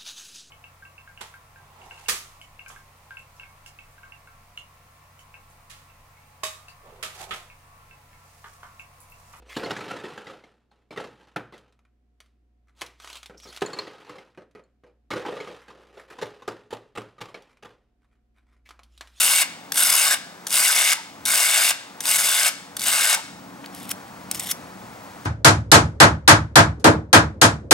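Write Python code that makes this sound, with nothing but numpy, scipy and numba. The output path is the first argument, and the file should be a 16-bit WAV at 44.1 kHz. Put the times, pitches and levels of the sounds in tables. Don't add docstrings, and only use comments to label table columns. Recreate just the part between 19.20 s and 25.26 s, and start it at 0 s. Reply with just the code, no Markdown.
import sys
import numpy as np
from scipy import signal
from scipy.fft import rfft, irfft, next_fast_len
from scipy.io import wavfile
from scipy.ndimage import uniform_filter1d
from numba import njit

SR = 44100
rng = np.random.default_rng(int(sys.argv[2]) if len(sys.argv) > 2 else 0)


def waveform_to_disk(signal):
    frames = np.transpose(np.atleast_2d(signal))
    scaled = np.clip(frames, -1, 1) * 32767
    samples = np.round(scaled).astype(np.int16)
    wavfile.write(sys.argv[1], SR, samples)


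def volts(x):
    e = np.asarray(x, float) / 20
    return 10 ** e


N = 267069
T = np.arange(N) / SR
WIDE = next_fast_len(N)
HZ = np.fft.rfftfreq(WIDE, 1 / SR)

# edge lands t/s, edge bites t/s, rise to full drag/ms, edge lifts t/s, level/dB
STROKES = [
    (-.3, -.2, 40, .227, -17.5),
    (.523, .53, 45, .944, -17.5),
    (1.271, 1.288, 48, 1.732, -17.5),
    (2.057, 2.0, 90, 2.511, -17.5),
    (2.809, 2.808, 80, 3.287, -18.5),
    (3.571, 3.575, 85, 3.948, -18.5),
]
# t/s, depth/dB, length/ms
PIT_SKIPS = [
    (.897, -2.5, 8),
    (1.545, -5.5, 9),
    (2.977, -5, 6),
    (3.026, -5, 5),
    (3.582, -6, 8),
    (3.652, -8, 8),
    (3.712, -4, 6),
]
# t/s, blade lean/0 upright - 1 flat, pressure against usual/dB
HAND = [(0, .05, -.5), (.1, .3, 0), (.2, .5, 1), (.58, 0, 0), (.8, .35, .5), (.93, .9, 0), (1.33, .1, -1),
        (1.5, .6, 0), (1.72, 1., .5), (2.08, .35, -1), (2.36, .85, 0), (2.5, .55, 1), (2.9, .15, 0),
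        (3.02, .35, -2), (3.27, .8, 1.5), (3.64, .3, .5), (3.8, .8, -1), (3.94, .8, 1.5)]
# f/Hz, width/Hz, level/dB
DRAGGED_MODES = [(1183, 186, -9.5), (1560, 197, -3), (2180, 197, -2), (2800, 243, -3.5), (3600, 246, -3.5),
                 (5075, 430, -3.5), (5770, 230, -10.5), (6470, 230, -8.5), (7160, 210, -10.5),
                 (8320, 740, -3.5), (10840, 1100, -6)]
# f/Hz, density/dB per Hz
GRIT_SPECTRUM = [(150, -79), (250, -34), (661, -3.5), (1090, -8.5), (1520, -5.5), (1840, -5.5),
                 (2160, -3.5), (4170, -6), (8360, -3), (11000, -9), (15900, -16)]
# f/Hz, t60/s, level/dB
YARD_ECHO = [(500, 0.52, -14.5), (1500, 0.6, -12.5), (3930, 0.74, -17.5), (8000, .5, -23.5),
             (12400, 0.17, -16)]
# t/s, level/dB
TRAFFIC = [(0, -42), (.5, -44.5), (1.2, -45.5), (2, -46.5), (2.8, -45), (3.5, -44), (4.2, -46),
           (4.5, -43.5), (5, -43), (5.5, -45.5), (6.06, -48)]
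# f/Hz, density/dB per Hz
RUMBLE_SPECTRUM = [(15, -60), (25, -44), (81, -12.5), (129, -7), (229, -1.5), (302, -5.5), (329, -10.5),
                   (424, -24.5), (450, -22), (580, -39), (990, -120)]
# f/Hz, width/Hz, level against rumble/dB
ENGINE_DRONE = [(186, 10.4, -2), (281.1, 4.5, -3), (322, 7.3, -15)]
# f/Hz, density/dB per Hz
AIR_SPECTRUM = [(210, -32), (350, -6.5), (429, -10.5), (463, -5), (525, -6.5), (825, -3), (2490, -16.5),
                (2780, -20), (4720, -21.5), (8000, -24), (14500, -32.5)]
# lag/s, acts from level/dB, share taken off/ratio
GAIN_STAGES = [(.08, -30, .33), (.3, -30, .3)]
# t/s, peak/dB, low against peak/dB, loudest ring f/Hz, length/ms
TAPS = [(0.5205, -5, -14, 11600, 3.2), (0.5342, -21, -18, 8490, 1.8), (0.5432, -15, -18, 8400, 2.2),
        (0.558, -5, -16, 11500, 1.2), (0.5694, -16, -21, 8470, 1.9), (0.5808, -6, -15, 8540, 1.8),
        (1.2678, -10.5, -15, 8850, 5.4), (1.2822, -19, -19, 8500, 2.5), (1.295, -24, -13, 5300, 2.5),
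        (1.3052, -11, -18, 10600, 3.2), (1.315, -17, -17, 5220, 2.5), (1.3265, -7.5, -23, 8590, 2.5),
        (2.0533, -4.5, -24, 9020, 3), (2.0594, -6, -20.5, 7740, 2.8), (2.805, -12, -16, 9400, 4.6),
        (2.8399, -25, -26, 10300, 2.5), (2.8548, -7.5, -9, 11600, 2.1), (3.5673, -10.5, -15.5, 9200, 4.3),
        (3.5937, -15, -29, 5040, 5.7), (3.608, -14, -16, 7920, 2.5), (3.6172, -11, -18, 4800, 3),
        (3.6378, -10, -22, 7920, 3), (3.6553, -11, -21, 8620, 1.8), (6.0524, -24, -21, 1680, 2.8)]
# f/Hz, width/Hz, level/dB
FREE_MODES = [(1650, 220, -2), (3590, 200, 2), (4500, 250, -2), (5860, 260, -1), (6900, 320, -10),
              (8900, 310, -4.5), (10600, 270, 1), (11600, 290, 3)]
# t/s, level/dB
TWANGS = [
    (1.76, -42),
    (3.955, -37),
]
# t/s, level/dB
WIPES = [
    [(4.52, -62), (4.556, -45.5), (4.63, -44.5), (4.68, -47), (4.692, -43), (4.701, -40), (4.713, -23),
     (4.727, -55), (4.76, -64)],
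    [(5.118, -33), (5.132, -54), (5.148, -31), (5.19, -44)],
    [(5.19, -43), (5.197, -30), (5.212, -33), (5.292, -32.5), (5.314, -23), (5.321, -27), (5.329, -50),
     (5.35, -55)],
]
# f/Hz, density/dB per Hz
RAG_SPECTRUM = [(710, -32), (1200, -5), (1620, -11), (2060, -6.5), (2980, -3), (3240, -6.5), (4950, -7),
                (9060, -5.5), (15900, -10)]
# f/Hz, width/Hz, level/dB
HELD_MODES = [(2000, 520, -8), (3500, 380, -3), (5400, 500, -2), (6900, 560, -7), (8600, 800, -5.5),
              (11500, 650, -2)]
# t/s, peak/dB, low against peak/dB, loudest ring f/Hz, length/ms
SNAGS = [(4.4428, -30, -2, 2610, 3.0), (4.4464, -34, -5, 1730, 4.2), (4.4598, -24.5, -9, 4500, 3.0),
         (4.5261, -41, -15, 6620, 3.0), (4.5476, -25.5, -22, 10700, 3.6), (4.5744, -38, -19, 4560, 3.5),
         (4.5994, -31, -19, 9020, 3.6), (4.6299, -29, -18, 9190, 3.7), (4.6544, -31, -14, 1520, 3.5),
         (4.6922, -18, -12.5, 13000, 2.5), (4.711, -15, -13, 9800, 6.4), (4.7159, -11.5, -19, 1640, 1.8),
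         (4.8794, -35, -10, 1830, 3.0), (5.1128, -5.5, -17, 8750, 3), (5.1462, -18, -23, 8420, 4),
         (5.1574, -21, -20, 11500, 3.0), (5.1674, -29, -18, 8440, 3.0), (5.1774, -27, -30, 6790, 2.7),
         (5.1953, -13, -22, 7840, 4.4), (5.1984, -19, -21, 7770, 2.7), (5.235, -23, -17, 8790, 4.3),
         (5.2774, -23, -18, 6610, 2), (5.3115, -8, -28, 10600, 3.7), (5.3135, -11.5, -14, 5770, 6.6)]
# f/Hz, level/dB
SCATTER = [(100, -45), (600, -28), (1500, -14), (3000, -11), (6500, -11), (8300, -14), (10000, -21.5),
           (12000, -40)]
# f/Hz, level/dB, lead/rad
PORTS = [(40, -25, 1.4), (150, -11.5, 1.47), (610, -3, 1.45), (1300, -1, 1.35), (2700, -6.5, 1.2),
         (5000, -8.5, 1.15), (6500, -10, 0.98), (8300, -19, 0), (11000, -38, 0.26)]

# upright, change when flat, per dB of pressure, once lifted
UPRIGHT_DB, FLAT_DB, PRESSED_DB_PER_DB, LIFTED_DB = (-9, -6.5, -3), (4, -1, -7), (-.3, -.8, -.3), (5.5, -4.5, -9)
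LOW_BEND, HIGH_BEND = (.92, .1), (1.015, -.03)
SKID_DB, SKID_MS, BITE_DB = -19, 10, -24
LIFT_MS, TRAIL_DB, TRAIL_MS = 5, -10, 20
YARD_DB, YARD_DB_PER_S = -2.2, .65
DEEP_DB, DEEP_DB_PER_S = -18.5, 1.8
AIR_DB = -42.8
WHINE_HZ, WHINE_DB, WHINE_SKIRT_DB = 15735, -20, -25
TWANG_HZ, TWANG_WIDTH_HZ, TWANG_MS = 880, 90, 35
RUB_DB, RUB_DB_PER_DB = (-5.5, -6, -7), (-.2, 0., .12)  # low, middle, top at -35 dB; harder is brighter
TOP_HZ = 15790


def unit(x):
    return x / np.sqrt(np.mean(x ** 2))


def even(x, s):
    size = int(s * SR)
    power = uniform_filter1d(uniform_filter1d(x ** 2, size), size)
    return x / np.sqrt(power + 1e-12)


def along(table, hz, column=1):
    table = np.array(table, float)
    return np.interp(np.log(hz + 1), np.log(table[:, 0]), table[:, column])


def colour(x, table):
    size = 4096
    response_db = np.maximum(along(table, np.fft.rfftfreq(size, 1 / SR)), -90)
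    cepstrum = irfft(np.log(volts(response_db)), size)
    cepstrum[1:size // 2] *= 2
    cepstrum[size // 2 + 1:] = 0
    impulse = irfft(np.exp(rfft(cepstrum)), size)[:size // 2]
    return signal.oaconvolve(x, impulse)[:N]


def ring(x, hz, width_hz):
    return signal.lfilter(*signal.iirpeak(hz, hz / width_hz, SR), x)


def split(x, *edges_hz):
    below = [0 * HZ] + [1 / (1 + (HZ / edge) ** 8) for edge in edges_hz] + [1 + 0 * HZ]
    spectrum = rfft(x, WIDE)
    return [irfft(spectrum * (b - a), WIDE)[:N] for a, b in zip(below, below[1:])]


def walk(rate_hz):
    return 1.2 * np.interp(T * rate_hz, np.arange(600), rng.standard_normal(600))


def strokes():
    gain, lifted = np.zeros(N), np.zeros(N)
    for lands_s, bites_s, rise_ms, lifts_s, db in STROKES:
        after_ms = (T - lifts_s).clip(0) * 1000
        skid = volts(SKID_DB) * np.exp(-(T - lands_s).clip(0) * 1000 / SKID_MS)
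        bite = volts(BITE_DB * (1 - (T - bites_s) * 1000 / rise_ms).clip(0, 3))
        edge = (1 - volts(TRAIL_DB)) * np.exp(-(after_ms / LIFT_MS) ** 2)
        corner = volts(TRAIL_DB) * np.exp(-after_ms / TRAIL_MS)
        gain += (T >= lands_s) * volts(db) * np.hypot(skid, bite) * (edge + corner)
        lifted = np.where(T >= lands_s, 1 - np.exp(-after_ms / LIFT_MS), lifted)
    skips_db = sum(db * np.exp(-((T - s) * 1000 / ms) ** 2) for s, db, ms in PIT_SKIPS)
    return gain * volts(skips_db), lifted


def grains(rate_hz, spread_db, burst_ms, smooth):
    size = np.minimum(rng.exponential(size=N), 2.5)
    slips = (rng.random(N) < rate_hz / SR) * volts(spread_db * size)
    bursts = signal.lfilter([1], [1, -np.exp(-1000 / (burst_ms * SR))], slips)
    return unit(rng.standard_normal(N) * (unit(bursts) + smooth))


@njit
def sweep(x, hz, width_hz):
    y, band, low = np.empty(len(x)), 0., 0.
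    for i in range(len(x)):
        g, k = np.tan(np.pi * hz[i] / SR), width_hz / hz[i]
        v = (band + g * (x[i] - low)) / (1 + g * (g + k))
        band, low, y[i] = 2 * v - band, low + 2 * g * v, k * v
    return y


def modes(drive, table, bend, drift_db):
    total = 0
    for hz, width_hz, db in table:
        gain = volts(db + drift_db * walk(24))
        centre_hz = hz * bend(hz) * (1 + .012 * walk(20))
        total = total + gain * sweep(drive(hz), centre_hz, float(width_hz))
    return total


def scrape():
    level, lifted = strokes()
    s, *hand = np.transpose(HAND)
    lean, press_db = (np.interp(T, s, column) for column in hand)
    low_db, bright_db, top_db = (
        upright + flat * lean + pressed * press_db + up * lifted
        for upright, flat, pressed, up in zip(UPRIGHT_DB, FLAT_DB, PRESSED_DB_PER_DB, LIFTED_DB))
    low_bend, high_bend = (start + change * lean for start, change in (LOW_BEND, HIGH_BEND))

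    def bend(hz):
        if hz < 1800:
            return low_bend
        return low_bend ** 0.1 if hz < 7500 else high_bend

    dense = grains(1100, 1.9, 0.43, 1.0)
    sparse = grains(550, 3.5, 1.1, .55)
    rings = modes(lambda hz: dense if hz < 4500 else sparse, DRAGGED_MODES, bend, 3.4)
    grit = 0.86 * dense + 0.59 * sparse
    push = level * volts(press_db + 0.69 * walk(60))
    bands = split(colour(grit + volts(11.5) * rings, GRIT_SPECTRUM), 3510, 6380, 10200)
    gains = volts(low_db), volts(-10), volts(bright_db), volts(top_db)
    drag = push * sum(gain * even(band, 0.024) for gain, band in zip(gains, bands))
    plain = push * unit(colour(grit + volts(2) * rings, GRIT_SPECTRUM))
    return drag, plain


def yard(x):
    t, tail = T[:SR], 0
    for hz, t60_s, db in YARD_ECHO:
        decay = 1000. ** (-t / t60_s) * np.minimum(t / 0.0042, 1)
        band = ring(rng.standard_normal(SR), hz, hz * 0.67) * decay
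        tail = tail + volts(db) * band / np.sqrt(np.sum(band ** 2)) * np.sqrt(hz / SR * 3.5)
    return signal.oaconvolve(x, tail)[:N]


def duck_db(gain):
    db = 0
    for lag_s, from_db, share in GAIN_STAGES:
        keep = np.exp(-1 / (lag_s * SR))
        heard = signal.lfilter([1 - keep], [1, -keep], gain, zi=[gain[0] * keep])[0]
        db = db - share * 20 * np.log10(1 + heard / volts(from_db))
    return db


def background():
    gain = volts(duck_db(strokes()[0]))
    traffic = gain * volts(np.interp(T, *np.transpose(TRAFFIC)) + 1.5 * walk(6))
    deep = traffic * volts(DEEP_DB + DEEP_DB_PER_S * T + 2.5 * walk(4))
    low, rumble = map(unit, split(colour(rng.standard_normal(N), RUMBLE_SPECTRUM), 124))
    drone = sum(volts(db) * unit(ring(rng.standard_normal(N), hz, width)) for hz, width, db in ENGINE_DRONE)
    air, stray = (unit(colour(rng.standard_normal(N), AIR_SPECTRUM)) for _ in range(2))
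    skirt = unit(ring(ring(rng.standard_normal(N), WHINE_HZ, 90), WHINE_HZ, 90))
    tone = np.sqrt(2) * np.sin(2 * np.pi * WHINE_HZ * T)
    whine = volts(WHINE_DB) * tone + volts(WHINE_SKIRT_DB) * skirt
    air = colour(air, [(12500, -0.5), (15200, -2)]) * volts(0.46 * walk(9)) + whine * volts(1.5 * walk(25))
    stray = colour(stray, SCATTER) * volts(5)
    hiss = volts(AIR_DB) * gain * np.array([air + stray, air - stray])
    return volts(-3.84) * traffic * (rumble + drone) + volts(-1.8) * deep * low + hiss


def knocks(events, body, low_hz, ring_db):
    low, high = (even(band, 0.01) for band in split(body, low_hz))
    out, size = np.zeros(N), SR // 25
    for s, db, low_db, hz, ms in events:
        at = slice(int(s * SR), min(int(s * SR) + size, N))
        t = (T[at] - s).clip(0) * 1000 / max(ms, .3)
        own = even(ring(rng.standard_normal(size), hz, hz * 0.06), .003)[:len(t)]
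        share = min(volts(low_db + 5.5), .99)
        mix = share * low[at] + np.sqrt(1 - share ** 2) * high[at] + volts(ring_db) * own
        shape = np.minimum(t * 12, 1) * (np.exp(-t ** 2) + .12 * np.exp(-t / 1.6))
        out[at] += shape * volts(db - 11.5) * mix
    return out


def taps():
    white = rng.standard_normal(N)
    rings = sum(volts(db) * ring(white, hz, width) for hz, width, db in FREE_MODES)
    return knocks(TAPS, colour(white + volts(12.5) * rings, GRIT_SPECTRUM), 3450, -6.5)


def twang():
    shape = np.zeros(N)
    for s, db in TWANGS:
        after = (T - s).clip(0) * 1000 / TWANG_MS
        shape += volts(db) * np.e * after * np.exp(-after ** 2)
    return shape * unit(ring(rng.standard_normal(N), TWANG_HZ, TWANG_WIDTH_HZ))


def wipe_db():
    out = np.full(N, -120.)
    for s, db in map(np.transpose, WIPES):
        on = (T >= s[0]) & (T <= s[-1])
        out[on] = np.interp(T[on], s, db)
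    return out


def rag():
    db = wipe_db()
    fibres = grains(500, 2.7, 1.4, 0.98)
    rings = modes(lambda hz: fibres, HELD_MODES, lambda hz: 1, 4.5)
    bands = split(colour(fibres + volts(9) * rings, RAG_SPECTRUM), 5000, 11000)
    harder_db = (db + 35).clip(-25, 15)
    gains = [volts(band_db + tilt * harder_db) for band_db, tilt in zip(RUB_DB, RUB_DB_PER_DB)]
    rub = volts(db + 1.3 * walk(70)) * sum(gain * even(band, .03) for gain, band in zip(gains, bands))
    return rub + knocks(SNAGS, colour(rng.standard_normal(N), RAG_SPECTRUM), 3800, 0)


def scene():
    (drag, plain), tap, cloth = scrape(), taps(), rag()
    near = drag + tap + cloth
    sent = volts(YARD_DB + YARD_DB_PER_S * T) * (plain + volts(-9.0) * tap) + volts(-8) * cloth
    scatter = rng.standard_normal(SR // 12) * np.exp(-T[:SR // 12] / 0.018)
    scatter = scatter / np.sqrt(np.sum(scatter ** 2))
    side = colour(signal.oaconvolve(near, scatter)[:N], SCATTER)
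    side = side + colour(yard(sent), SCATTER) * volts(9)
    middle = near + yard(sent)
    return np.array([middle + side, middle - side]) + background() + twang()


def roll_off(x):
    return signal.sosfilt(signal.butter(12, 16840, fs=SR, output="sos"), x)


def record(dry):
    turn = volts(along(PORTS, HZ)) * np.exp(1j * along(PORTS, HZ, column=2))
    lead = irfft(rfft(dry.mean(0), WIDE) * turn, WIDE)[:N]
    mix = np.tanh(1.261 * (dry + np.array([lead, -lead]))) / 1.326
    mix = signal.sosfilt(signal.ellip(10, .2, 70, TOP_HZ, fs=SR, output="sos"), mix)
    return roll_off(mix)


dry = scene()
out = record(dry)
waveform_to_disk(out)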